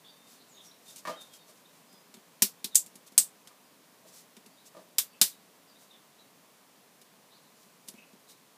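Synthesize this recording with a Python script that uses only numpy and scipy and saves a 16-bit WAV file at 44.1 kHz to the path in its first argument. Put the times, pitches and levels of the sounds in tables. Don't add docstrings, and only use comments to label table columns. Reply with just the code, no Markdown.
import sys
import numpy as np
from scipy import signal
from scipy.fft import rfft, irfft
from scipy.io import wavfile
from scipy.ndimage import uniform_filter1d

SR = 44100
rng = np.random.default_rng(int(sys.argv[2]) if len(sys.argv) > 2 else 0)


def transcribe(signal):
    frames = np.atleast_2d(signal).T
    limited = np.clip(frames, -1, 1)
    pcm = np.round(limited * 32767).astype(np.int16)
    wavfile.write(sys.argv[1], SR, pcm)


N = 377937
TIME = np.arange(N) / SR
RING = np.arange(16384) / SR
FREQ = np.maximum(np.fft.rfftfreq(len(RING), 1 / SR), 1)


def undb(db):
    return 10 ** (np.asarray(db) / 20)


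def unit(x):
    return x / np.sqrt(np.mean(x ** 2))


def fade(t60):
    return np.exp(-np.log(1000) * RING / t60)


def noise():
    return rng.standard_normal(len(RING))


def add(out, s, x):
    i = max(int(s * SR), 0)
    out[i:i + len(x)] += x[:len(out) - i]


def scattered(start, end, count):
    return start + (end - start) * (np.arange(count) + rng.random(count)) / count


def spectrum(points):
    hz, db = np.transpose(points)
    return undb(np.interp(np.log(FREQ), np.log(hz), db))


def resonance(hz, width):
    return 1 / np.hypot(1, (FREQ / hz - hz / FREQ) * hz / width)


def colour(x, gain):
    cepstrum = irfft(np.log(gain + 1e-7))
    half = len(cepstrum) // 2
    cepstrum[1:half] *= 2
    cepstrum[half + 1:] = 0
    response = irfft(np.exp(rfft(cepstrum)))
    return signal.fftconvolve(x, response)[:len(x)]


def no_bass(x, hz):
    return signal.sosfilt(signal.butter(4, hz, "high", fs=SR, output="sos"), x)


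def ring(tones, scatter):
    chance = rng.standard_normal((len(tones), 2))
    return sum(undb(db) * np.sign(side) * fade(t60) * np.sin(2 * np.pi * hz * (1 + scatter * off) * RING)
               for (hz, db, t60), (side, off) in zip(tones, chance))


# frequency in Hz, relative level in dB.
ROOM_TONE = [(18, -77.5), (30, -48.5), (64, -37.5), (81, -24.5), (167, -2), (200, -3), (267, -3), (364, -9),
             (426, -4), (472, -6.5), (612, -5.5), (859, -9), (1030, -6.5), (1340, -12), (15000, -19.5)]

def room(level_db=-60, split_hz=500, fade_db=-1.0):
    gain = spectrum(ROOM_TONE)
    low_share = 1 / np.hypot(1, (FREQ / split_hz) ** 2)
    waver_db = .8 * np.interp(TIME, np.linspace(0, TIME[-1], 120), rng.standard_normal(120))
    rumble = colour(rng.standard_normal(N), gain * low_share) * undb(waver_db)
    hiss = colour(rng.standard_normal(N), gain * np.sqrt(1 - low_share ** 2))
    return undb(level_db + fade_db * (TIME / TIME[-1] - .5)) * unit(rumble + hiss)


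def chirp(length, middle_hz, glide_oct, rough, rasp_depth=.1):
    progress = np.minimum(RING / length, 1)
    rasp = rasp_depth * unit(uniform_filter1d(noise(), size=30))
    hz = middle_hz * 2 ** (glide_oct * (progress - .5)) * (1 + rough * rasp)
    flutter = unit(1 + rough * unit(uniform_filter1d(noise(), size=150)))
    swell = 2 * np.sqrt(progress * (1 - progress))
    return flutter * swell * np.sin(2 * np.pi * np.cumsum(hz) / SR)


# start in seconds, length in seconds, middle pitch in Hz,
# glide in octaves, level in dB, roughness from 0 to 1.
BIRD_NOTES = [(0.039, 0.068, 3560, 0.091, -52, 0.47), (.084, .035, 4620, -.09, -57, .1),
              (.132, 0.21, 3640, 0.048, -66, .15), (.387, 0.045, 4140, .06, -57, .6),
              (.487, .03, 7470, -.09, -58.5, .4), (0.51, .064, 6630, -0.11, -57, 0.15),
              (0.539, .1, 3590, -.22, -53, 0.62), (0.638, 0.07, 5700, -0.14, -56, 0.23),
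              (.705, 0.02, 3840, .33, -53, 0.4), (0.863, 0.055, 3620, -0.076, -53.5, 0.32),
              (1.106, 0.063, 3140, .08, -54.5, .15), (1.162, 0.081, 3655, -0.1, -50, 0.2),
              (1.293, .07, 3250, -0.053, -59.5, .15), (1.38, 0.059, 3690, -0.057, -62, .05),
              (1.648, .023, 3660, 0.32, -57.5, 0.44), (1.87, 0.13, 4990, -.03, -63.5, 0.1),
              (2.711, 0.035, 3720, -.14, -52, 0.26), (4.57, .042, 3830, .18, -60.5, 0.36),
              (5.126, 0.045, 2630, .08, -60, 0.8), (5.294, .043, 3790, -0.089, -54.5, .45),
              (5.675, .05, 4770, -.13, -59.5, .38), (5.75, .032, 3760, .2, -59.5, .3),
              (5.89, 0.075, 3620, -.17, -55.5, 0.5), (6.181, .035, 3930, 0.16, -54, .4),
              (7.304, 0.077, 4070, 0.17, -58, .8), (7.45, .03, 4040, 0.081, -60.5, .5),
              (7.937, 0.11, 2560, 0.16, -56.5, 0.82), (8.27, .064, 3920, -0.021, -57, 0.58)]

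def birds(level_db=-2, echo_db=-2, echo_t60=.36, far_hz=4200, far_db=-68, far_until_s=6.3):
    out = np.zeros(N)
    for s, length, hz, glide_oct, db, rough in BIRD_NOTES:
        add(out, s, undb(db) * chirp(length, hz, glide_oct, rough))
    for s in far_until_s * scattered(0, 1, count=14) ** 2:
        stretch, pitch, glide = rng.uniform(-1, 1, size=3)
        hz = far_hz * 2 ** (.3 * pitch)
        add(out, s, undb(far_db) * chirp(.08 * 2 ** stretch, hz, glide_oct=.15 * glide, rough=.3))
    yard = noise() * fade(echo_t60)
    echo = signal.fftconvolve(out, yard / np.linalg.norm(yard))[:N]
    return undb(level_db) * (out + undb(echo_db) * echo)


SLIDE_PEAK_S = RING[-1] / 2

def slide(half_s, grain_db=3, hiss_hz=6500, width_hz=5800):
    slip_size = np.minimum(rng.exponential(size=len(RING)), 3)
    slips = unit(noise() * undb(grain_db * slip_size))
    swell = np.exp(-((RING - SLIDE_PEAK_S) / half_s) ** 2 / 2)
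    return colour(slips * swell, unit(resonance(hiss_hz, width_hz)))


# middle in seconds, half length in seconds, level in dB.
FINGER_RUBS = [(0.326, 0.04, -58), (0.658, .023, -57.5), (.905, .03, -52.5), (.982, 0.018, -49.5),
               (1.221, 0.013, -56), (1.352, 0.02, -55.5), (1.497, .019, -58.5), (3.077, .0084, -52.5),
               (4.087, 0.014, -56.5), (4.172, 0.038, -53.5), (4.671, 0.013, -54.5), (5.823, .024, -60),
               (7.627, 0.025, -63), (7.881, .0038, -51), (8.308, 0.016, -55)]

def finger_rubs():
    out = np.zeros(N)
    for s, half_s, db in FINGER_RUBS:
        add(out, s - SLIDE_PEAK_S, undb(db) * slide(half_s))
    return out


# pitch in Hz, relative level in dB, ring time in seconds.
LID_TONES = [(186, -6.5, 0.086), (203.4, 1.5, .1), (245, 3, 0.065), (373, -5, 0.1), (410, -7, .1),
             (607.3, -23.5, 0.07), (923, -11.5, 0.093)]

def lid_thump(swell_s, scatter):
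    return ring(LID_TONES, scatter) * (1 - np.exp(-RING / swell_s))


# start and end in seconds, slide level in dB, thump level in dB.
GRIP_SHIFTS = [(.7, 1.8, -65, -67), (7.5, 8.399, -68.5, -62)]

def handling(scatter_db=2):
    out = np.zeros(N)
    for start, end, slide_db, thump_db in GRIP_SHIFTS:
        for s in scattered(start, end, count=6):
            force = undb(scatter_db * rng.standard_normal())
            add(out, s - SLIDE_PEAK_S, force * undb(slide_db) * slide(half_s=.039))
            add(out, s, force * undb(thump_db) * lid_thump(swell_s=.008, scatter=.016))
    return out


# frequency in Hz, relative level in dB.
PLASTIC_TONE = [(150, -22), (900, -15), (2000, -10), (4500, -1.1), (8000, 0), (12500, 0.7), (15000, -4)]
# pitch in Hz, width of the peak in Hz, relative level in dB.
SHELL_PEAKS = [(5780, 40, -6.5), (6360, 23, -3), (7440, 67, 0.5), (7480, 24, -3.5), (7500, 64, -1.5),
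               (7900, 45, -3.5), (8350, 72, 1.5), (8636, 55, 0), (9700, 33, 8), (11100, 63, -5.5),
               (12210, 35, -5), (12700, 130, -6), (14500, 25, -12.5), (14930, 66, -8.5)]
# pitch in Hz, width of the peak in Hz, relative level in dB.
WALL_PEAKS = [(1200, 43, -13), (1520, 30, -15.5), (1670, 18, -12), (2140, 25.94, -10.5), (2371, 37, -8),
              (2880, 38, -5), (3176, 30, -11), (3630, 79, -4)]

def click(db, thump_db, body_db, t60, crack_db, span=0, contact=1, wall_db=8, near_db=5, body_hz=4000):
    near = undb(near_db) * fade(t60=.052)
    blow = noise() * np.hypot(near, fade(t60))
    blow[0] = undb(crack_db)
    body_share = 1 / (1 + (FREQ / body_hz) ** 4)
    gain = contact * spectrum(PLASTIC_TONE) * undb(db + body_db * body_share)
    shell = sum((undb(peak) * resonance(hz, width)) ** 2 for hz, width, peak in SHELL_PEAKS)
    wall = sum((undb(wall_db + peak) * resonance(hz, width)) ** 2 for hz, width, peak in WALL_PEAKS)
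    plastic = colour(blow, gain * np.sqrt(1 + shell + wall + span ** 2))
    return plastic + undb(thump_db) * lid_thump(swell_s=.002, scatter=.015)


# start in seconds, then tick level, thump level and body boost in dB.
FINGER_TICKS = [(0.96, -46, -62, -3), (1.212, -51, -62, 0), (1.336, -52.5, -73, 7.5), (1.927, -59, -57, 4),
                (2.141, -51.5, -51.5, 10), (2.169, -64, -51.5, 13), (2.862, -47, -57, -4),
                (2.955, -49, -54, -2), (3.121, -58, -55.5, 2), (3.473, -50.5, -70, 8.5),
                (4.367, -55, -51, 11), (4.461, -54, -52.5, 3), (7.015, -55, -75, 3), (7.655, -66, -61, 3),
                (7.885, -39.5, -52, -3.5), (7.938, -63, -51, 9), (7.977, -67, -57, 5),
                (8.131, -65, -54, 10)]

def finger_ticks(nail_hz=11500):
    out = np.zeros(N)
    nail = 1 / np.hypot(1, (FREQ / nail_hz) ** 3)
    for s, db, thump_db, body_db in FINGER_TICKS:
        add(out, s, click(db, thump_db, body_db, t60=.12, crack_db=8, contact=nail))
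    return no_bass(out, hz=107)


# pitch in Hz, relative level in dB, ring time in seconds.
COUNTER_TONES = [(172, 6.5, 0.16), (262, -2.5, 0.14), (329, -0.5, 0.17), (438, -14, 0.13), (516, -2, 0.24),
                 (604.4, 1.5, 0.22), (646, 2.5, 0.19), (842, -7.5, 0.12), (970, -1.5, 0.09),
                 (1080, -6.5, 0.15), (1168, 0.5, 0.21), (1206, 1, 0.21), (1720, -5.5, 0.14),
                 (1820, -4, .13), (2260, -10, 0.21)]
# start in seconds, level in dB, the pitch it shakes most in Hz.
COUNTER_BUMPS = [(1.052, -36, 1710), (1.072, -31.5, 1110), (1.079, -40.5, 1100), (1.094, -35, 610),
                 (1.486, -59.5, 600), (3.505, -59, 1114), (4.05, -56.5, 550), (4.749, -49.5, 695),
                 (4.767, -46, 555), (4.794, -51, 472)]

def counter_bumps(tones_db=-3.7, wash_db=-7, hard_bump_db=-33):
    out = np.zeros(N)
    for s, db, hz in COUNTER_BUMPS:
        tones = undb(tones_db) * ring(COUNTER_TONES, scatter=.0094)
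        wash = undb(wash_db) * colour(noise() * fade(t60=.39), unit(resonance(hz=520, width=1460)))
        thud = colour(tones + wash, resonance(hz, width=.7 * hz))
        clatter_db = -12.5 + .2 * min(db - hard_bump_db, 0)
        clatter = colour(noise() * fade(t60=.23), unit(resonance(hz=4000, width=3300)))
        add(out, s, undb(db) * (thud + undb(clatter_db) * clatter))
    return no_bass(out, hz=125)


# start in seconds, then snap level, thump level and body boost in dB,
# ring time and creep time in seconds, then the freed span's pitch in Hz and relative level in dB.
RIM_SNAPS = [(2.4218, -16, -30, -1, 0.14, .001, 5560, -1.5),
             (2.6436, -32.5, -43, 1, 0.12, 0.00076, 3840, 8),
             (2.7553, -18.5, -52, -9.5, 0.14, 0.0083, 7520, 13),
             (3.179, -16.5, -47, -5, .15, .0005, 8160, 11), (4.984, -20, -59, 1, .14, .0015, 13300, 1),
             (5.2146, -14.5, -38, -1, 0.17, 0.0011, 4400, 0.5)]

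def rim_snaps(creep_db=-13, full_snap_db=-16.5):
    out = np.zeros(N)
    for s, db, thump_db, body_db, t60, creep_s, span_hz, span_db in RIM_SNAPS:
        crack_db = 21.5 + .7 * (db - full_snap_db)
        span = undb(span_db) * resonance(span_hz, width=1100)
        add(out, s, click(db, thump_db, body_db, t60, crack_db, span))
        creep = colour(noise() * (RING < creep_s), unit(resonance(hz=8000, width=4000)))
        add(out, s - creep_s, undb(db + creep_db) * creep)
    return no_bass(out, hz=107)


def scene():
    indoors = rim_snaps() + finger_ticks() + counter_bumps() + finger_rubs() + handling()
    return (indoors + birds() + room())[None]


def record(dry, top_hz=15280):
    treble_cut = signal.ellip(12, .2, 90, top_hz, fs=SR, output="sos")
    return signal.sosfilt(treble_cut, np.clip(dry, -1, 1))


dry = scene()
out = record(dry)
transcribe(out)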